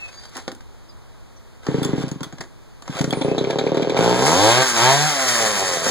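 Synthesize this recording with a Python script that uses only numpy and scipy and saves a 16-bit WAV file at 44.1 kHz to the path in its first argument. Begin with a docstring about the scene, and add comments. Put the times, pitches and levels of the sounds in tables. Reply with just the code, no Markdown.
"""Birds whistle in a fenced back yard; a shoe scuffs and a two-stroke chainsaw knocks on the ground.
At 1.6 s the starter cord is pulled, and the cold engine coughs and dies. On the second pull it catches
at 3 s and idles, each firing sending a puff through the muffler. From 3.9 s it is lifted and revved
twice, so the puffs merge into a hum and the chain hisses; then it coasts down. All along, the house
wall throws back every firing, and a delayed cross-feed widens the stereo sound."""
import sys
import numpy as np
from scipy import signal
from scipy.fft import rfft, irfft, next_fast_len
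from scipy.io import wavfile
from scipy.ndimage import uniform_filter1d

SR = 44100
rng = np.random.default_rng(int(sys.argv[2]) if len(sys.argv) > 2 else 0)


def int16_out(signal):
    """Quantize to a 16-bit WAV file."""
    q = np.round(np.clip(np.atleast_2d(signal).T, -1, 1) * 32767)
    wavfile.write(sys.argv[1], SR, q.astype(np.int16))


N = 260190
TIME = np.arange(N) / SR


def from_db(db):
    """Turn decibels into a number to multiply by."""
    return 10 ** (np.asarray(db) / 20)


def rms_one(x):
    """Scale a sound to an average power of 1."""
    return x / np.sqrt(np.mean(x ** 2) + 1e-20)


def in_time(rows):
    """Join (time, value) points with straight lines."""
    return np.interp(TIME, *np.transpose(rows))


def after(start):
    """A soft switch that turns on at the given time."""
    return np.clip((TIME - start) / .007 + .5, 0, 1)


def during(rows):
    """A soft switch that is on from a table's first time to its last."""
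    on = (TIME >= rows[0][0]) & (TIME <= rows[-1][0] + .005)
    return uniform_filter1d(1.0 * on, size=300)


def drift(rate):
    """A random wobble around 0 that picks a new value `rate` times a second."""
    return np.interp(TIME * rate, np.arange(4000), rng.standard_normal(4000))


def gains(points, size):
    """Spread (frequency, level) points over the frequencies of an FFT."""
    hz, db = np.transpose(points)
    grid_hz = np.arange(size // 2 + 1) * SR / size
    return from_db(np.interp(np.log(grid_hz + 1), np.log(hz), db))


def convolve(x, response):
    """Give every sample of a sound the same tail."""
    return signal.oaconvolve(x, response)[:N]


def colour(x, points, size=4096):
    """Give a sound a tone colour, with a filter that never rings ahead of it (minimum phase)."""
    cepstrum = irfft(np.log(gains(points, size)))
    cepstrum[1:size // 2] *= 2
    cepstrum[size // 2 + 1:] = 0
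    response = irfft(np.exp(rfft(cepstrum)))
    return convolve(x, response / np.linalg.norm(response))


def soft_filter(x, kind, hz):
    """Gently keep the "low" or the "high" part of a sound."""
    return signal.sosfilt(signal.butter(1, hz, kind, fs=SR, output="sos"), x)


def clicks(times, heights):
    """Clicks at exact times, each shared between two neighbouring samples."""
    at = np.clip(np.asarray(times) * SR, 0, N - 2)
    whole, part = at.astype(int), at % 1
    return np.bincount(whole, heights * (1 - part), N) + np.bincount(whole + 1, heights * part, N)


def decay(x, t60):
    """Each click dies away; t60 is its fade time, the seconds it takes to fall 60 dB."""
    return signal.lfilter([1], [1, -from_db(-60 / (t60 * SR))], x + 1e-18)


def noise_bursts(x, t60):
    """Each click becomes a fading burst of noise."""
    return decay(x, t60) * rng.standard_normal(N)


def ring(x, hz, t60):
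    """Each click starts a fading pure note."""
    shrink, step = from_db(-60 / (t60 * SR)), 2 * np.pi * hz / SR
    return signal.lfilter([0, np.sin(step)], [1, -2 * shrink * np.cos(step), shrink ** 2], x + 1e-18)


# tone of the distant town: (frequency [Hz], level [dB])
TOWN_TONE = [(25, -2), (60, 0), (100, -1.5), (200, -12.5), (400, -16), (650, -20.5), (950, -21.5),
             (1800, -29), (4000, -32.5), (5000, -34), (7000, -37), (10000, -42), (15000, -51)]
def outdoor_air():
    """Steady town noise, a little different in each ear."""
    mid, side = [colour(noise, TOWN_TONE) for noise in rng.standard_normal((2, N))]
    return from_db(-46) * (mid + from_db(-3) * side * np.array([[1], [-1]]))


# calls: (start [s], length [s], first pitch [Hz], middle pitch [Hz], last pitch [Hz], level [dB])
BIRD_CALLS = [(-.06, 0.17, 2450, 2628, 2400, -34.5), (0.104, 0.21, 4600, 4720, 4470, -49),
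              (0.109, 0.086, 6470, 6600, 6830, -52), (0.884, 0.038, 5400, 4820, 4570, -53),
              (1.352, 0.04, 6100, 5900, 5700, -58), (2.322, 0.038, 4930, 4580, 4400, -66),
              (3.053, 0.29, 8700, 9270, 8660, -51), (3.235, 0.15, 2520, 2580, 2640, -37.5)]
def birds():
    """Thin, quavering whistles that bend through three pitches."""
    out = np.zeros(N)
    waver, quaver = 1 + .012 * drift(120), from_db(4 * drift(70) - 2)
    for start, length, *pitches, db in BIRD_CALLS:
        on = (TIME > start) & (TIME < start + length)
        progress = (TIME[on] - start) / length
        hz = np.polyval(np.polyfit([0, .5, 1], pitches, 2), progress) * waver[on]
        out[on] += from_db(db) * np.sin(np.pi * progress) * np.sin(2 * np.pi * np.cumsum(hz) / SR)
    return out * quaver


# a shoe and clothes rub as someone crouches: (time [s], level [dB])
SCUFF_LOUDNESS = [(0, -39.5), (.31, -43), (.376, -31.5), (.46, -46)]
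# tone of the rubbing: (frequency [Hz], level [dB])
SCUFF_TONE = [(60, -32), (190, -16), (300, -1), (550, 4), (1100, -1.5), (2000, -0.5), (4500, -4.5),
              (7000, -8), (10000, -16), (15000, -34)]
def scuff():
    """Grit and cloth rub in uneven grains."""
    grains = rng.standard_normal(N) * from_db(in_time(SCUFF_LOUDNESS) - 12.5 + 4.3 * drift(146.4))
    return colour(grains * during(SCUFF_LOUDNESS), SCUFF_TONE)


# how far the sound leans left: (frequency [Hz], side level relative to the middle [dB])
LEFT_LEAN = [(100, -16.5), (300, -15.5), (1200, -13.5), (1700, -4), (2400, -4.5), (3600, 2), (7500, 1),
             (12000, 2)]
def from_the_side(x):
    """The sound is louder on the left, most of all in the treble."""
    size = next_fast_len(N + 4096, real=True)
    side = irfft(rfft(x, size) * gains(LEFT_LEAN, size), size)[:N]
    return np.array([x + side, x - side])


# the saw is lifted: (time [s], height [m])
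SAW_HEIGHT = [(4.15, 0.026), (4.5, 0.11), (4.7, 0.36), (5.1, 0.72), (5.35, 0.893), (5.9, 0.86)]
def over_ground(x, lag_ms_per_m=1.765):
    """The bounce off the ground comes later as the saw rises, sweeping a dip down through its tone."""
    bounce = .25 * soft_filter(x, "low", hz=2050)
    lag_s = in_time(SAW_HEIGHT) * lag_ms_per_m / 1000
    return x - bounce + np.interp(TIME - lag_s, TIME, bounce)


def with_echoes(x, lags_ms=(5.22, 7.48, 8.14), strengths=(.064, .19, -.18), db_per_m=-2):
    """Slab, house wall and steps send back dull echoes that weaken as the saw is lifted."""
    echoes = sum(gain * np.interp(TIME - ms / 1000, TIME, x) for ms, gain in zip(lags_ms, strengths))
    echoes *= from_db(db_per_m * in_time(SAW_HEIGHT))
    return from_the_side(x + soft_filter(echoes, "low", hz=1400))


def yard(x, scatter_db, apart_db, t60):
    """Sound and echoes come from one side; fence and house scatter a short tail from all round."""
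    t = TIME[:SR // 2]
    tails = rng.standard_normal((3, len(t))) * from_db(-60 * t / t60) * (t > .009)
    both, left, right = [convolve(x, tail / np.linalg.norm(tail)) for tail in tails]
    apart = soft_filter([left, right], "high", hz=2200)  # the two tails differ mainly in the treble
    return with_echoes(x) + from_db(scatter_db) * both + from_db(apart_db) * apart


# the notes of the saw's housing: (pitch [Hz], level [dB], fade time [s])
HOUSING_NOTES = [(1170, 3, .06), (1430, 5, .05), (1630, 2, .04)]
def struck_housing(times, db):
    """Each blow rings every note of the housing, with a slightly random strength."""
    return sum(ring(clicks(times, from_db(db + note_db + rng.normal(0, .9, len(times)))), hz, t60)
               for hz, note_db, t60 in HOUSING_NOTES)


# the four parts of a blow, dull to bright: (frequency [Hz], level [dB])
THUMP_TONE = [(50, -59), (150, -4), (240, 10), (310, 8.5), (550, 0.5), (900, -6.5), (2000, -52.5)]
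CLACK_TONE = [(300, 7.5), (800, 7), (1300, 7), (2200, 1.5), (3200, -21), (8000, -58)]
SNAP_TONE = [(1000, -44), (2800, 3.5), (3700, -1), (5200, -0.5), (7000, -2.5), (9500, -17), (15000, -35.5)]
CRACK_TONE = [(2000, -25), (5000, -25), (8000, 28), (12000, 13.5), (15000, 10)]
def blows(times, thump_db, clack_db, snap_db, crack_db):
    """A blow makes a short burst in the saw's housing and sets its notes ringing."""
    def burst(db, tone, t60):
        """A click followed by dying chatter."""
        hits = clicks(times, from_db(db))
        return colour(noise_bursts(hits, t60) - 4 * hits, tone)
    dull = burst(thump_db, THUMP_TONE, t60=.055) + burst(clack_db, CLACK_TONE, t60=.033)
    bright = burst(snap_db, SNAP_TONE, t60=.034) + burst(crack_db, CRACK_TONE, t60=.043)
    return dull + bright + from_db(-15.5) * struck_housing(times, snap_db)


# knocks of the housing and starter: (time [s], level [dB], hardness [dB])
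HOUSING_KNOCKS = [(0.254, -42, 7), (0.294, -55, 11), (0.359, -38, -17), (0.368, -33.5, 10),
                  (0.376, -30.5, -8), (.479, -23.5, -1), (0.517, -39, 9), (0.549, -47, 10), (0.607, -45, 4),
                  (1.667, -25, -3), (1.830, -31, 11), (1.84, -36, 5), (1.847, -29, 9), (2.081, -37, 6.5),
                  (2.088, -43, 8), (2.114, -34.5, 7.5), (2.207, -30, -5), (2.231, -30, 8.5),
                  (2.242, -35, 4), (2.325, -35, -3), (2.383, -37, 2), (2.407, -30, 5), (2.41, -32, 3),
                  (2.437, -42, 3), (2.822, -37.5, 5.5), (2.878, -31, 1), (3.012, -22, 5),
                  (3.042, -22.5, 2.5), (3.106, -36, 11), (3.507, -28, 4), (5.381, -28, 10.5),
                  (5.461, -19, 2), (5.864, -15, -12)]
# rows for thump, clack, snap and crack: (level [dB], change with hardness [dB per dB])
KNOCK_PARTS = [(-4, -0.55), (-2.5, 0), (-8.5, 0.66), (-31.5, 2.5)]
def knocks():
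    """The harder the contact, the less thump and the more crack."""
    times, db, hardness_db = np.transpose(HOUSING_KNOCKS)
    return blows(times, *[db + part_db + slope * hardness_db for part_db, slope in KNOCK_PARTS])


# thuds, then clinks, one note a row: (time [s], level [dB], pitch [Hz], fade time [s])
GROUND_THUDS = [(.479, -24.5, 480, 0.068), (.479, -16.5, 353, 0.037), (.479, -28, 240, 0.027),
                (.525, -22.5, 290, 0.029), (.565, -34, 247, 0.033)]
STARTER_CLINKS = [(1.833, -27, 3420, 0.038), (1.849, -34, 3420, 0.073), (1.850, -23, 7170, 0.015),
                  (2.115, -36, 6730, 0.03), (2.233, -36.5, 3344, 0.081), (2.327, -49, 6730, .05),
                  (2.406, -42, 3380, 0.073), (2.406, -45, 7080, 0.13), (2.824, -49, 7140, 0.1),
                  (3.108, -21.5, 3330, 0.028)]
def thuds_and_clinks():
    """The housing thuds as it is pressed down; the starter's catches clink onto the flywheel."""
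    return sum(ring(clicks([time], from_db([db])), hz, t60)
               for time, db, hz, t60 in [*GROUND_THUDS, *STARTER_CLINKS])


# the cord runs out or winds back: (start [s], end [s], level at the end [dB])
CORD_RUNS = [(1.63, 1.693, -38), (1.955, 2.036, -31.5), (2.856, 3, -26)]
# rattle and hiss of metal, in starter and engine alike: (frequency [Hz], level [dB])
RATTLE_TONE = [(100, -32), (350, 12), (700, 8.5), (1000, 7), (1300, 2.5), (1520, 3), (1630, 5.5),
               (1730, -4.5), (2100, 0), (2700, 2.5), (3600, -1), (4700, -6), (6500, -12.5), (15000, -53)]
HISS_TONE = [(500, -6), (2000, 8.5), (3500, -5.5), (5000, 3), (6000, 3.5), (7100, 5), (8000, 1.5),
             (9500, -5), (12000, -11), (15000, -20.5)]
def starter_cord(swell_db_per_s=153):
    """The cord runs ever faster, so its reel rattles and hisses ever louder."""
    pull = sum(from_db(db - swell_db_per_s * np.abs(end - TIME)) * after(start) * (1 - after(end))
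               for start, end, db in CORD_RUNS)
    grit = from_db(3.3 * drift(350))
    rattle, hiss = from_db(-4) * pull * grit * rng.standard_normal((2, N))
    return colour(rattle, RATTLE_TONE) + from_db(-9) * colour(hiss, HISS_TONE)


# trigger squeezes: (start [s], let go [s], opening [0-1], time to shut [s])
SQUEEZES = [(3.906, 4.138, 0.92, 0.087), (4.1, 4.62, 0.91, 0.03), (4.733, 5.056, 1, 0.1),
            (5.807, 5.9, 0.33, .05)]
def throttle(open_s=.1):
    """How open the throttle is, 0-1: each squeeze opens it, holds it and lets it shut."""
    return np.max([opening * np.clip(np.minimum((TIME - start) / open_s, 1 - (TIME - end) / shut_s), 0, 1)
                   for start, end, opening, shut_s in SQUEEZES], axis=0)


# speeds [turns per s]: idle, clutch fully gripping, pops half merged, load easing, no load left
IDLE_RATE, CLUTCH_RATE, HUM_RATE, EASE_RATE, FREE_RATE = 39.5, 80, 95, 133.4, 156
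SPUTTER_DB, SPUTTER_MS = 3, .048  # extra unevenness while coasting
def engine_load(speed):
    """How hard the engine works, 0-1: an open throttle pulls hard until near top speed."""
    return throttle() * np.clip((FREE_RATE - speed) / (FREE_RATE - EASE_RATE), 0, 1)


def coasting(speed):
    """1 while the engine spins well above idle with the throttle shut."""
    return (1 - throttle()) * np.clip(speed / IDLE_RATE - 1, 0, 1)


def humming(speed):
    """Rises from 0 to 1 as the separate pops merge into a tone."""
    return np.clip((speed - HUM_RATE) / 20 + .5, 0, 1)


def crank(speed_rows):
    """The engine shaft's speed, and its turns since the table's first time."""
    speed = in_time(speed_rows)
    turns = np.cumsum(speed) / SR
    return speed, turns - np.interp(speed_rows[0][0], TIME, turns)


def once_a_turn(speed, turns, angle, scatter_db, jitter_ms, wander=0):
    """A click at one point (angle, 0-1) of every turn, less even while the engine coasts."""
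    times = np.interp(np.arange(0, turns[-1] - 1) + angle, np.maximum.accumulate(turns + wander), TIME)
    level_chance, time_chance = rng.standard_normal((600, 2))[:len(times)].T
    sputter = np.interp(times, TIME, coasting(speed))
    late_ms = time_chance * (jitter_ms + SPUTTER_MS * sputter)
    slowness = np.minimum(IDLE_RATE / np.interp(times, TIME, speed), 1)
    db = level_chance * (scatter_db * slowness + SPUTTER_DB * sputter)
    return clicks(times + late_ms / 1000, from_db(db)) * np.sqrt(SR / speed)


def moving_parts(speed, turns, rattle_gain, chain_gain, count=5):
    """Piston and clutch slap loosely; the chain ticks and hisses along the bar, surging each turn."""
    slaps = sum(once_a_turn(speed, turns, angle, scatter_db=-1, jitter_ms=.035, wander=.022 * drift(7))
                for angle in rng.random(count)) / np.sqrt(count)
    fast = np.clip(speed / 110, 0, 1)
    surge = rms_one(from_db(1.2 * np.cos(2 * np.pi * (turns - .15)) + 2.3 * drift(45)))
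    link_ticks = (rng.random(N) < 5000 / SR) * rng.standard_normal(N)
    rattle = 1.28 * fast * slaps + .5 * surge * rng.standard_normal(N)
    chain = surge * rms_one(rms_one(link_ticks) + 3.8 * rng.standard_normal(N))
    return colour(rattle * rattle_gain, RATTLE_TONE) + colour(chain * chain_gain, HISS_TONE)


# the muffler's own notes: (pitch [Hz], width [Hz], boost or cut [dB])
MUFFLER_NOTES = [(172, 43, -0.5), (307, 9.3, 8.5), (426, 94, 5), (512, 53, 1), (940, 48, -14)]
def muffler(x):
    """The muffler's chambers ring on at some pitches and swallow others."""
    return x + sum((from_db(db) - 1) * signal.lfilter(*signal.iirpeak(hz, hz / width, fs=SR), x)
                   for hz, width, db in MUFFLER_NOTES)


def rushing_gas(pops, t60):
    """Gas tears out after each pop, with about the same energy however long it lasts."""
    return noise_bursts(pops, t60) * np.sqrt(2 * np.log(1000) / (t60 * SR))


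# the exhaust's low boom and harsh bark: (frequency [Hz], level [dB])
BOOM_TONE = [(30, -36), (60, -4), (100, 3.5), (135, 9.5), (170, 8.5), (220, 1), (300, 1.5), (600, -80.5)]
BARK_TONE = [(150, -85.5), (450, 0), (650, 1), (850, 7.5), (1000, 2), (1300, -23), (2000, -16.5),
             (3000, -16), (6000, -23), (15000, -81)]
def exhaust(speed, turns, puff_tone, puff_db, boom_db, bark_db):
    """Once a turn the exhaust port opens and lets out a puff, with a boom and a bark."""
    pops = once_a_turn(speed, turns, angle=0, scatter_db=2.5, jitter_ms=.025)
    # at high speed the five lowest harmonics are taken out, to make room for the hum
    low_harmonics = 2 * np.sqrt(speed / SR) * sum(np.cos(2 * np.pi * k * turns) for k in range(1, 6))
    firings = humming(speed) * low_harmonics - pops
    # at low speed the engine gulps air between puffs
    gulps = once_a_turn(speed, turns, angle=.46, scatter_db=2.5, jitter_ms=.018)
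    firings += from_db(-4.5) * np.clip(2 - speed / 14, 0, 1) * gulps
    puffs = firings + np.exp(-speed / 62) * rushing_gas(pops, t60=.17)  # faster burns cleaner
    boom = colour(firings * from_db(boom_db), BOOM_TONE)
    rough_firings = firings + .2 * rushing_gas(pops, t60=.016)
    bark = colour(rough_firings * from_db(bark_db), BARK_TONE)
    return boom + muffler(colour(puffs * from_db(puff_db), puff_tone)) + bark


# the first try: (time [s], speed [turns per s])
FALSE_START_SPEED = [(1.685, 10.6), (1.76, 27.4), (1.83, 28.6), (1.95, 21.7), (2.08, 12.0), (2.36, 6.6)]
# the lower voice of the cold, choked muffler: (frequency [Hz], level [dB])
COLD_PUFF_TONE = [(60, -23), (130, -17.5), (200, 0.5), (255, 6), (310, 3.5), (360, -0.5), (450, -1),
                  (560, -12.5), (900, -39), (2000, -23), (6000, -80)]
def false_start(dies_s=1.952, stops_s=2.42):
    """The choked engine fires for a moment and runs down."""
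    def fading(db, db_per_s):
        """A level that holds until the engine dies, then falls."""
        return db - db_per_s * np.maximum(TIME - dies_s, 0)
    speed, turns = crank(FALSE_START_SPEED)
    not_stopped = 1 - after(stops_s)
    turning = after(FALSE_START_SPEED[0][0]) * not_stopped
    puffs = exhaust(speed, turns, COLD_PUFF_TONE,
                    puff_db=fading(-29.5, 98), boom_db=fading(-19.5, 44), bark_db=fading(-48.5, 82))
    rattle_gain = turning * from_db(fading(-35, 47))
    chain_gain = turning * from_db(fading(-53.5, 93))
    return puffs * not_stopped + moving_parts(speed, turns, rattle_gain, chain_gain)


# the cold engine fires hard: (time [s], jolt level [dB], clutch ring [dB], chain slap [dB])
JOLTS = [(3.127, -13.5, -17, -23), (3.213, -16.5, -22, -22), (3.28, -27, -29, -39),
         (3.312, -24.5, -35, -47), (3.380, -18, -29, -18), (3.44, -27, -20.5, -29),
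         (3.501, -23, -22, -26.5), (3.586, -14, -21, -17), (3.666, -42, -20.5, -31),
         (3.747, -20.5, -34, -30), (3.77, -18, -23, -25), (3.822, -16.5, -21, -26),
         (3.896, -16, -19.5, -25.5), (3.966, -15, -14.5, -23.5)]
# the slack chain hitting the bar: (frequency [Hz], level [dB])
SLAP_TONE = [(2400, -44), (3400, 7), (4100, 1.5), (5000, -16), (9000, -37)]
def hard_firings(rebound_s=.0073):
    """The jolted housing knocks and rebounds, the clutch drum rings and the chain slaps the bar."""
    times, db, ring_db, slap_db = np.transpose(JOLTS)
    drum = ring(clicks(times + .0077, from_db(ring_db)), hz=2332, t60=.014)
    slap_times = times + .0015
    hits = clicks(slap_times, from_db(slap_db))
    rebounds = clicks(slap_times + rebound_s, from_db(slap_db + 2))
    slaps = from_db(-8) * colour(noise_bursts(hits, t60=.051), SLAP_TONE)
    snaps = from_db(-15.5) * colour(noise_bursts(hits + rebounds, t60=.015), SNAP_TONE)
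    housing = blows(times, thump_db=db + .5, clack_db=db - 13, snap_db=db - 20.5, crack_db=db - 45)
    return housing + drum + slaps + snaps


# harmonics 1 to 5, before the bass lift: (level coasting [dB], level at full throttle [dB])
HUM_HARMONICS = [(-44, -24), (-32, -35), (-40, -20), (-37.5, -21), (-43.5, -24)]
def hum(speed, turns):
    """At high speed the muffler pumps out a fluttering tone that changes with throttle and load."""
    out = np.zeros(N)
    for k, (coast_db, open_db) in enumerate(HUM_HARMONICS, 1):
        drive = throttle() if k == 1 else np.sqrt(throttle() * engine_load(speed))
        bass_lift = np.sqrt(1 + (420 / (k * np.maximum(speed, 50))) ** 2)
        flutter_db = .5 * drift(110) + SPUTTER_DB * coasting(speed) * drift(25)
        db = coast_db + (open_db - coast_db) * drive + flutter_db
        out -= from_db(db) * bass_lift * np.cos(2 * np.pi * k * turns)
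    return out * humming(speed)


# the running engine's puff: (frequency [Hz], level [dB])
PUFF_TONE = [(60, -47.5), (130, -9), (175, 3), (250, -2), (310, 1.5), (410, 7.5), (530, 1.5), (680, -8),
             (900, -29), (2000, -37), (6000, -108)]
def running(speed, turns, catch_s=2.99):
    """The engine catches; speed and load set its levels, and above idle the clutch drives the chain."""
    def level(idle_db, below, above, load_db):
        """Level at idle, plus dB per halving (below) or doubling (above) of speed, plus load."""
        octaves = np.log2(speed / IDLE_RATE)
        speed_db = below * np.maximum(-octaves, 0) + above * np.maximum(octaves, 0)
        return idle_db + speed_db + load_db * engine_load(speed)
    puff_db = level(-28.5, below=-7.5, above=-2, load_db=5.5)
    boom_db = level(-25.5, below=3.5, above=-1.5, load_db=10)
    bark_db = level(-40, below=-25, above=3.5, load_db=11)
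    rattle_db = level(-33.5, below=-5, above=2, load_db=8.5)
    chain_db = level(-30, below=6.5, above=1.12, load_db=1.5)
    caught = after(catch_s)  # until then the engine only pumps air
    grip = np.clip((speed - IDLE_RATE) / (CLUTCH_RATE - IDLE_RATE), from_db(-28.5), 1)
    puffs = exhaust(speed, turns, PUFF_TONE, puff_db, boom_db, bark_db)
    parts = moving_parts(speed, turns, caught * from_db(rattle_db), caught * grip * from_db(chain_db))
    # a shut throttle at high speed starves the exhaust; a hard firing strengthens it
    starved = (1 - throttle()) * np.clip((speed - 113) / 17, 0, 1)
    jolt_db = decay(clicks(np.transpose(JOLTS)[0], 1.64), t60=.12)
    strength_db = jolt_db - 16 * (1 - caught) - 16 * starved - 5 * coasting(speed)
    return puffs * from_db(strength_db) + parts


# the second start, then the revs: (time [s], speed [turns per s])
START_UP_SPEED = [(2.894, 6.8), (2.999, 10.9), (3.129, 21.7), (3.249, 28.8), (3.369, 31.3), (3.619, 37.3),
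                  (3.749, 38.2), (3.959, 41.9), (4.009, 57), (4.119, 60.2), (4.22, 64.9)]
REVVING_SPEED = [(4.33, 85), (4.394, 97), (4.448, 106.7), (4.578, 127), (4.635, 132), (4.726, 119),
                 (4.788, 111.7), (4.872, 129.5), (4.968, 143), (5.072, 155), (5.174, 136.3), (5.426, 111.1),
                 (5.474, 108), (5.802, 82), (5.856, 80), (5.9, 102)]
def scene():
    """Two starts of the saw, its handling and the birds, all in the yard."""
    speed, turns = crank([*START_UP_SPEED, *REVVING_SPEED])
    saw = starter_cord() + false_start() + running(speed, turns) + hard_firings()
    saw += knocks() + thuds_and_clinks()
    sources = over_ground(saw) + scuff() + birds()
    in_yard = yard(sources, scatter_db=-8.5, apart_db=-17, t60=.17)
    return in_yard + with_echoes(over_ground(hum(speed, turns))) + outdoor_air()


def record(dry):
    """Each channel has the other subtracted a moment later, widening the sound; the top treble is cut."""
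    cross_feed, lag_samples, cutoff_hz = .97, 16, 15600
    other_channel = np.pad(dry[::-1], ((0, 0), (lag_samples, 0)))[:, :N]
    wide = dry - cross_feed * other_channel
    return signal.sosfilt(signal.ellip(10, .1, 80, cutoff_hz, fs=SR, output="sos"), wide)


dry = scene()
out = record(dry)
int16_out(out)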